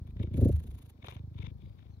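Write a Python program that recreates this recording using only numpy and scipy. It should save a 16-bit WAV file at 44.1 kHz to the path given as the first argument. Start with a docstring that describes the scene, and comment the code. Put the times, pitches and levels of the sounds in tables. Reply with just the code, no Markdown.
"""A cat's purr, its face against a phone: the larynx shuts about 26 times a second, and each closure is a
short, sliding low ring felt through the contact. The beat also gates the breath, which is shaped noise:
whistling nose resonances going in, hiss and low buffeting of the microphone going out.
Sharper closures add broad noise snaps; pushes on the case add sagging hums; narrow noise bands make a few
faint airy whistles, over quiet room noise."""
import sys
import numpy as np
from scipy import signal
from scipy.fft import rfft, irfft, next_fast_len
from scipy.io import wavfile

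SR = 44100
rng = np.random.default_rng(int(sys.argv[2]) if len(sys.argv) > 2 else 0)


def store_wav(level_fs):
    """Save 16-bit WAV to argv[1]."""
    pcm = np.round(np.clip(np.atleast_2d(level_fs), -1, 1) * 32767)
    wavfile.write(sys.argv[1], SR, pcm.T.astype(np.int16))


N = 88200

# larynx closures: t/s, beats so far
BEATS = [(-.025, 0), (.198, 6), (.424, 12), (.985, 27), (1.075, 29), (1.158, 31), (1.311, 35), (1.472, 39),
         (1.740, 46), (2.007, 53)]
# face contact: t/s, thump level before THUMP_TRIM_DB/dB, ring f/Hz, left over right/dB, left lead/rad
CONTACT = [(0, -36.5, 75.6, 1, 0.26), (0.138, -39.5, 61.7, 0, .38), (0.208, -27.5, 97.4, 0.5, 0.42),
           (0.289, -33, 78.5, 0.5, 0.35), (.32, -36, 83, 0, 0.56), (.36, -27, 94, 0.5, .35),
           (0.438, -18, 100.3, 0.5, 0.42), (.51, -26.5, 92.6, 0, 0.4), (0.561, -32, 71.3, 0, 0.28),
           (.62, -47, 71, -0.5, 0.37), (.73, -49, 66.4, 0, 0.3), (.79, -48.5, 78, -1, 0.26),
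           (1, -52.5, 86, -0.5, .35), (1.05, -45.5, 91.5, 0, 0.38), (1.131, -49, 96, -0.5, 0.38),
           (1.18, -40.5, 89.6, -1, 0.42), (1.319, -42, 99, -1, 0.55), (1.439, -36.5, 96, 6, 0.78),
           (1.559, -42.5, 85, 4.5, 0.93), (1.68, -55.5, 75, 3.5, 1), (1.82, -55.5, 85.6, 6, 1),
           (1.869, -46.5, 88, 5.5, 0.85), (2, -47, 86.5, 2.5, .6)]
# breath on the microphone: t/s, rumble level/dB, flutter level/dB
BUFFET = [(0, -46.5, -63.5), (.14, -49, -62), (.22, -38, -36.5), (.31, -63, -53), (.35, -29, -34.5),
          (.43, -33, -24), (.505, -24, -26.5), (.52, -30, -56.5), (.56, -34.5, -54.5), (.6, -42, -59),
          (.63, -44.5, -54.5), (.68, -41, -51.5), (.74, -41.5, -60.5), (.79, -55, -60.5), (.97, -75, -63.5),
          (1.1, -53.5, -53.5), (1.3, -61, -66), (1.45, -47.5, -49), (1.55, -54.5, -63.5), (1.65, -46, -58),
          (1.8, -53.5, -66.5), (2, -58.5, -65)]
# rumble spectrum: f/Hz, relative level/dB
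RUMBLE_SPECTRUM = [(15, -35.5), (35, -8.5), (55, -1), (75, -3.5), (100, -3), (140, -10), (220, -18),
                   (400, -76)]
# flutter spectrum: f/Hz, relative level/dB
FLUTTER_SPECTRUM = [(100, -3), (180, 2), (280, 0), (420, -11.5), (600, -16), (800, -45), (1500, -64.5),
                    (3000, -81)]
# gate centres after the closure: t/s, hiss puff/beats, nose swell/beats, flutter/beats
GATE_CENTRES = [(0, 0.61, 0.55, 0.15), (.12, 0.7, 0.67, 0.29), (.15, .9, 1, 0.23), (.29, 1, 0.99, 0.31),
                (.33, 0.76, 0.89, .03), (.95, 0.79, 0.77, 0.047), (1, 0.8, 0.97, 0.23),
                (1.72, .95, 0.94, .2), (1.77, 0.6, 0.33, .2), (2, .5, 0.53, 0.22)]
# room noise spectrum: f/Hz, relative level/dB
ROOM_SPECTRUM = [(120, -45), (200, -16.5), (608, -27.5), (743, -24), (1050, -28), (2760, -43),
                 (4120, -34.5), (8230, -51), (12700, -47), (15600, -41)]
# breath drawn through the nose: t/s, level before trim/dB
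BREATH_IN = [(0, -89), (.05, -84), (.075, -74), (.11, -72.5), (.14, -95), (.17, -80), (.2, -64),
             (.235, -56.5), (.27, -72), (.31, -85), (.345, -60), (.4, -73.5), (.6, -74.5), (.76, -75),
             (.79, -69.5), (.9, -80.5), (.99, -84), (1.03, -62.5), (1.07, -55), (1.11, -55), (1.2, -71.5),
             (1.25, -100), (1.31, -87.5), (1.39, -58), (1.43, -56), (1.47, -55), (1.51, -73), (1.55, -106),
             (1.6, -73), (1.7, -74), (1.76, -80.5), (1.795, -69.5), (1.87, -75.5), (2, -87)]
# nose resonances: f/Hz, width/Hz, relative level/dB
NOSE_RESONANCES = [(940, 130, 0.5), (2290, 380, -3), (3120, 650, -7.5), (3636, 200, -2), (6500, 500, -11)]
# nose balance: f/Hz, left over right/dB
NOSE_PAN = [(600, 2), (2500, 14), (5000, 29), (10000, -29)]
# nose phase, also used for snaps and room: f/Hz, left lead/rad
NOSE_LEAD = [(0, 5.5), (600, 0), (950, 4), (2070, 4.5), (2670, 9.5), (3450, 9), (4130, 9.5), (5080, 8.5),
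             (7670, -9), (9650, 10), (11200, -12), (13100, 12), (14300, 6), (15300, 9.5)]
# breath hissing out past the microphone: t/s, level before trim/dB
BREATH_OUT = [(0, -100), (.05, -98), (.075, -80.5), (.11, -83), (.14, -100), (.2, -97), (.23, -75.5),
              (.26, -97), (.32, -106), (.342, -69.5), (.375, -64), (.41, -62), (.45, -60.5), (.49, -64.5),
              (.6, -70), (.86, -73.5), (.905, -74), (.93, -100), (1.02, -96), (1.065, -70.5),
              (1.105, -69.5), (1.145, -73.5), (1.18, -98), (1.33, -100), (1.39, -85), (1.47, -88.5),
              (1.52, -100), (1.63, -87.5), (2, -109)]
# hiss spectrum: f/Hz, relative level/dB
HISS_SPECTRUM = [(500, -5.5), (800, -6), (1500, -11.5), (2300, -9.5), (3800, -9), (5300, -21.5),
                 (7000, -12), (8200, -31.5), (9300, -3.5), (9800, -8.5), (10500, -10.5), (13800, -11.5),
                 (14800, -11), (15700, -33.5)]
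# hiss balance: f/Hz, left over right/dB
HISS_PAN = [(1000, 9.5), (3000, 0), (6000, 6), (10000, -1.5)]
# hiss phase: f/Hz, left lead/rad
HISS_LEAD = [(0, 13), (690, 0.8), (1120, 1.3), (1550, -1.1), (2840, 4.5), (4220, 0.6), (5080, 2.2),
             (5680, -1.5), (7670, -2), (8700, -1), (11100, -8.5), (13000, -16.5), (14500, -5.5),
             (15300, -15)]
# sharper closures: t before CLICK_LAG_S/s, envelope level before trim and tail/dB
CLICKS = [(0.074, -58.5), (0.167, -54), (0.198, -49.5), (0.272, -61), (0.313, -63), (1.026, -58.5),
          (1.043, -41), (1.083, -37), (1.122, -47), (1.164, -45.5), (1.444, -52), (1.791, -57),
          (1.828, -67)]
# snap spectrum: f/Hz, relative level/dB
SNAP_SPECTRUM = [(150, -29), (400, 9.5), (1000, 1), (2500, -4.5), (4000, -7), (4800, -27.5), (6000, -18.5),
                 (8000, -37), (16000, -37)]
# case hums as the face pushes: t/s, length/s, start f/Hz, end f/Hz, level/dB
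BUMPS = [(0.501, 0.12, 92, 65.3, -25.5), (0.647, .12, 75, 61, -40)]
# airy whistles: t/s, length/s, start f/Hz, end f/Hz, width/Hz, level before pan/dB
AIRY = [(1.575, .13, 3550, 3700, 900, -78), (1.62, .2, 4800, 4750, 300, -88),
        (1.915, .075, 4300, 3900, 400, -81), (1.89, .07, 6000, 6100, 600, -86)]

THUMP_TRIM_DB, RING_T60_S, THUMP_LAG_S = 5.5, 0.062, 0.00043
SLIDE_FROM_HZ, SLIDE_S, PEAK_S = 720, 0.0023, 0.012
UNEVEN_DB = 1.2  # standard deviation from beat to beat
SHUT_AT_BEATS, SHUT_HALF_BEATS = 0.16, 0.11  # airway seal: centre after an opening, half-width
CLICK_LAG_S = 0.0015
ROOM_DB = -73
BASS_CORNER_HZ, TOP_HZ = 28, 15750


def amp(db):
    """dB to gain."""
    return 10 ** (np.asarray(db) / 20)


def unit(x):
    """Scaled to rms 1."""
    return x / np.sqrt(np.mean(x ** 2) + 1e-20)


def along(points, hz):
    """(Hz, value) points interpolated on a log axis."""
    f, v = np.transpose(points)
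    return np.interp(np.log(hz + 1), np.log(f + 1), v)


def spectrum(points):
    """Gain as a function of Hz from (Hz, dB) points."""
    return lambda hz: amp(along(points, hz))


def curves(rows):
    """One value per sample for each column after the time."""
    s, *cols = np.transpose(rows)
    return [np.interp(np.arange(N) / SR, s, c) for c in cols]


def filtered(x, response):
    """x through a complex response of frequency."""
    m = next_fast_len(N + SR // 2)
    return irfft(rfft(x, m) * response(np.fft.rfftfreq(m, 1 / SR)), m)[..., :N]


def noise(colour, pan, lead, alike):
    """Stereo noise, mean channel at rms 1; alike is the port correlation before pan and phase."""
    a, b = rng.standard_normal((2, N))
    pair = np.array([a, alike * a + np.sqrt(1 - alike ** 2) * b])
    halves = [0.5, -0.5]

    def response(hz):
        level = amp(np.outer(halves, along(pan, hz)))
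        phase = np.exp(1j * np.outer(halves, along(lead, hz)))
        return colour(hz) * level * phase

    pair = filtered(pair, response)
    return pair / np.sqrt(np.mean(pair.mean(0) ** 2))


def gate(centre_beats, rise_beats, fall_beats, leak_db, sealed):
    """Rms-1 gate, open once a beat; the seal takes the fraction sealed off the leak between openings."""
    beat = curves(BEATS)[0] - centre_beats
    nearest = np.round(beat)
    u = beat - nearest
    size = amp(UNEVEN_DB * rng.standard_normal(80))[nearest.astype(int) + 2]
    seal = np.exp(-((u - SHUT_AT_BEATS) / SHUT_HALF_BEATS) ** 4)
    leak = amp(leak_db) * (1 - sealed * seal)
    opening = np.exp(-(u / np.where(u < 0, rise_beats, fall_beats)) ** 2)
    return unit(leak + size * opening)


def thumps():
    """Each closure is a short ring that slides fast to the contact's pitch, then sags as it decays."""
    beat_s, count = np.transpose(BEATS)
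    times, level_db, ring_hz = np.transpose(CONTACT)[:3]
    out = np.zeros(N + 2 * SR)  # one second of margin at each end
    t = np.arange(SR // 8) / SR
    closures = np.interp(np.arange(count[-1]), count, beat_s)
    for at, (size, tune) in zip(closures, rng.standard_normal((80, 2))):
        hz = np.interp(at, times, ring_hz) * amp(UNEVEN_DB / 4 * tune)
        slide = (SLIDE_FROM_HZ - hz) * SLIDE_S * (1 - np.exp(-t / SLIDE_S))
        turns = hz * t * (1 - 2 * t) + slide
        envelope = np.minimum(t / PEAK_S, 1) ** 2 * amp(-60 * t / RING_T60_S)
        ring = envelope * np.sin(2 * np.pi * turns)
        db = np.interp(at + PEAK_S, times, level_db) + THUMP_TRIM_DB + UNEVEN_DB * size
        start = SR + round((at + THUMP_LAG_S) * SR)
        out[start:][:len(t)] += amp(db) * ring / np.abs(ring).max()
    return out[SR:SR + N]


def buffeting():
    """Breath on the microphone port: a broadly pulsing low rumble, and higher flutter in puffs."""
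    rumble_db, flutter_db = curves(BUFFET)
    rumble = unit(filtered(rng.standard_normal(N), spectrum(RUMBLE_SPECTRUM)))
    flutter = unit(filtered(rng.standard_normal(N), spectrum(FLUTTER_SPECTRUM)))
    rumble_gate = gate(0.42, 0.53, 0.58, leak_db=-1.8, sealed=0.13)
    flutter_gate = gate(curves(GATE_CENTRES)[2], 0.27, 0.29, leak_db=-25.5, sealed=0.1)
    return amp(rumble_db) * rumble_gate * rumble + amp(flutter_db) * flutter_gate * flutter


def through_case(x):
    """Low sound reaches both ports, the left earlier in phase, the balance shifting."""
    pan_db, lead = curves(CONTACT)[2:]
    z = signal.hilbert(x)
    return np.array([amp(side * pan_db) * (z * np.exp(1j * side * lead)).real for side in (0.5, -0.5)])


def room():
    """Steady, quiet room noise, weakly alike at the two ports."""
    pan = [(500, 14.5), (3000, 3.5), (10000, 2)]  # f/Hz, left over right/dB
    return amp(ROOM_DB) * noise(spectrum(ROOM_SPECTRUM), pan, NOSE_LEAD, alike=0.33)


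def nose_response(hz):
    """Parallel resonances of alternating sign, rolled off above 4600 Hz."""
    total = 0
    for k, (centre_hz, width_hz, db) in enumerate(NOSE_RESONANCES):
        damping = 1j * hz * width_hz
        total = total + (-1) ** k * amp(db) * damping / (centre_hz ** 2 - hz ** 2 + damping)
    return total / (1 + (hz / 4600) ** 4)


def breath_in():
    """Noise through the nose resonances swells each beat, then is cut off quickly by the closure."""
    nose = noise(nose_response, NOSE_PAN, NOSE_LEAD, alike=0.73)
    swell = gate(curves(GATE_CENTRES)[1], 0.16, 0.036, leak_db=-5, sealed=0.92)
    return amp(curves(BREATH_IN)[0] - 4.0) * swell * nose


def breath_out():
    """Outgoing breath hisses past the microphone in one puff a beat."""
    hiss = noise(spectrum(HISS_SPECTRUM), HISS_PAN, HISS_LEAD, alike=0.77)
    puff = gate(curves(GATE_CENTRES)[0], 0.29, 0.16, leak_db=-17.5, sealed=1.0)
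    return amp(curves(BREATH_OUT)[0] + 0.5) * puff * hiss


def clicks():
    """Sharper closures: short broad noise snaps with a softer tail, louder on the left."""
    t = np.arange(N) / SR - CLICK_LAG_S
    shape = np.zeros(N)
    for s, db in CLICKS:
        away = np.abs(t - s)
        shape += amp(db - 60 * away / np.where(t < s, 0.002, 0.007))
        shape += (t > s) * amp(db - 7 - 60 * away / 0.054)
    pan = [(500, 1.7), (3000, 8.2), (10000, 1.5)]  # f/Hz, left over right/dB
    return amp(-2.5) * shape * noise(spectrum(SNAP_SPECTRUM), pan, NOSE_LEAD, alike=0.88)


def bumps():
    """The pushed case hums low, sagging in pitch under a quick swell and slower fade."""
    t = np.arange(N) / SR
    out = np.zeros(N)
    for s, length, start_hz, end_hz, db in BUMPS:
        u = np.clip((t - s) / length, 0, 1)
        turns = np.cumsum(start_hz + (end_hz - start_hz) * u) / SR + rng.random()
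        out += amp(db) * np.sin(np.pi * u ** 0.72) * np.sin(2 * np.pi * turns)
    return out


def whistles():
    """Slow noise on a gliding sine makes a narrow airy band under a smooth swell, louder on the left."""
    t = np.arange(N) / SR
    out = np.zeros(N)
    for s, length, start_hz, end_hz, width_hz, db in AIRY:
        u = np.clip((t - s) / length, 0, 1)
        slow = unit(filtered(rng.standard_normal(N), lambda hz: np.exp(-(2 * hz / width_hz) ** 2)))
        swell = np.sqrt(np.abs(np.sin(np.pi * u)))
        turns = np.cumsum(start_hz + (end_hz - start_hz) * u) / SR
        out += amp(db) * swell * slow * np.sin(2 * np.pi * turns)
    return out * amp([[4], [-4]])


def scene():
    """Contact sound, breath, snaps, whistles and the quiet room."""
    contact = through_case(thumps() + buffeting() + bumps())
    return contact + room() + breath_in() + breath_out() + clicks() + whistles()


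def record(dry):
    """The phone rolls off the deep bass and keeps nothing above its band limit."""
    return filtered(dry, lambda hz: (hz < TOP_HZ) * hz ** 2 / (hz ** 2 + BASS_CORNER_HZ ** 2))


dry = scene()
out = record(dry)
store_wav(out)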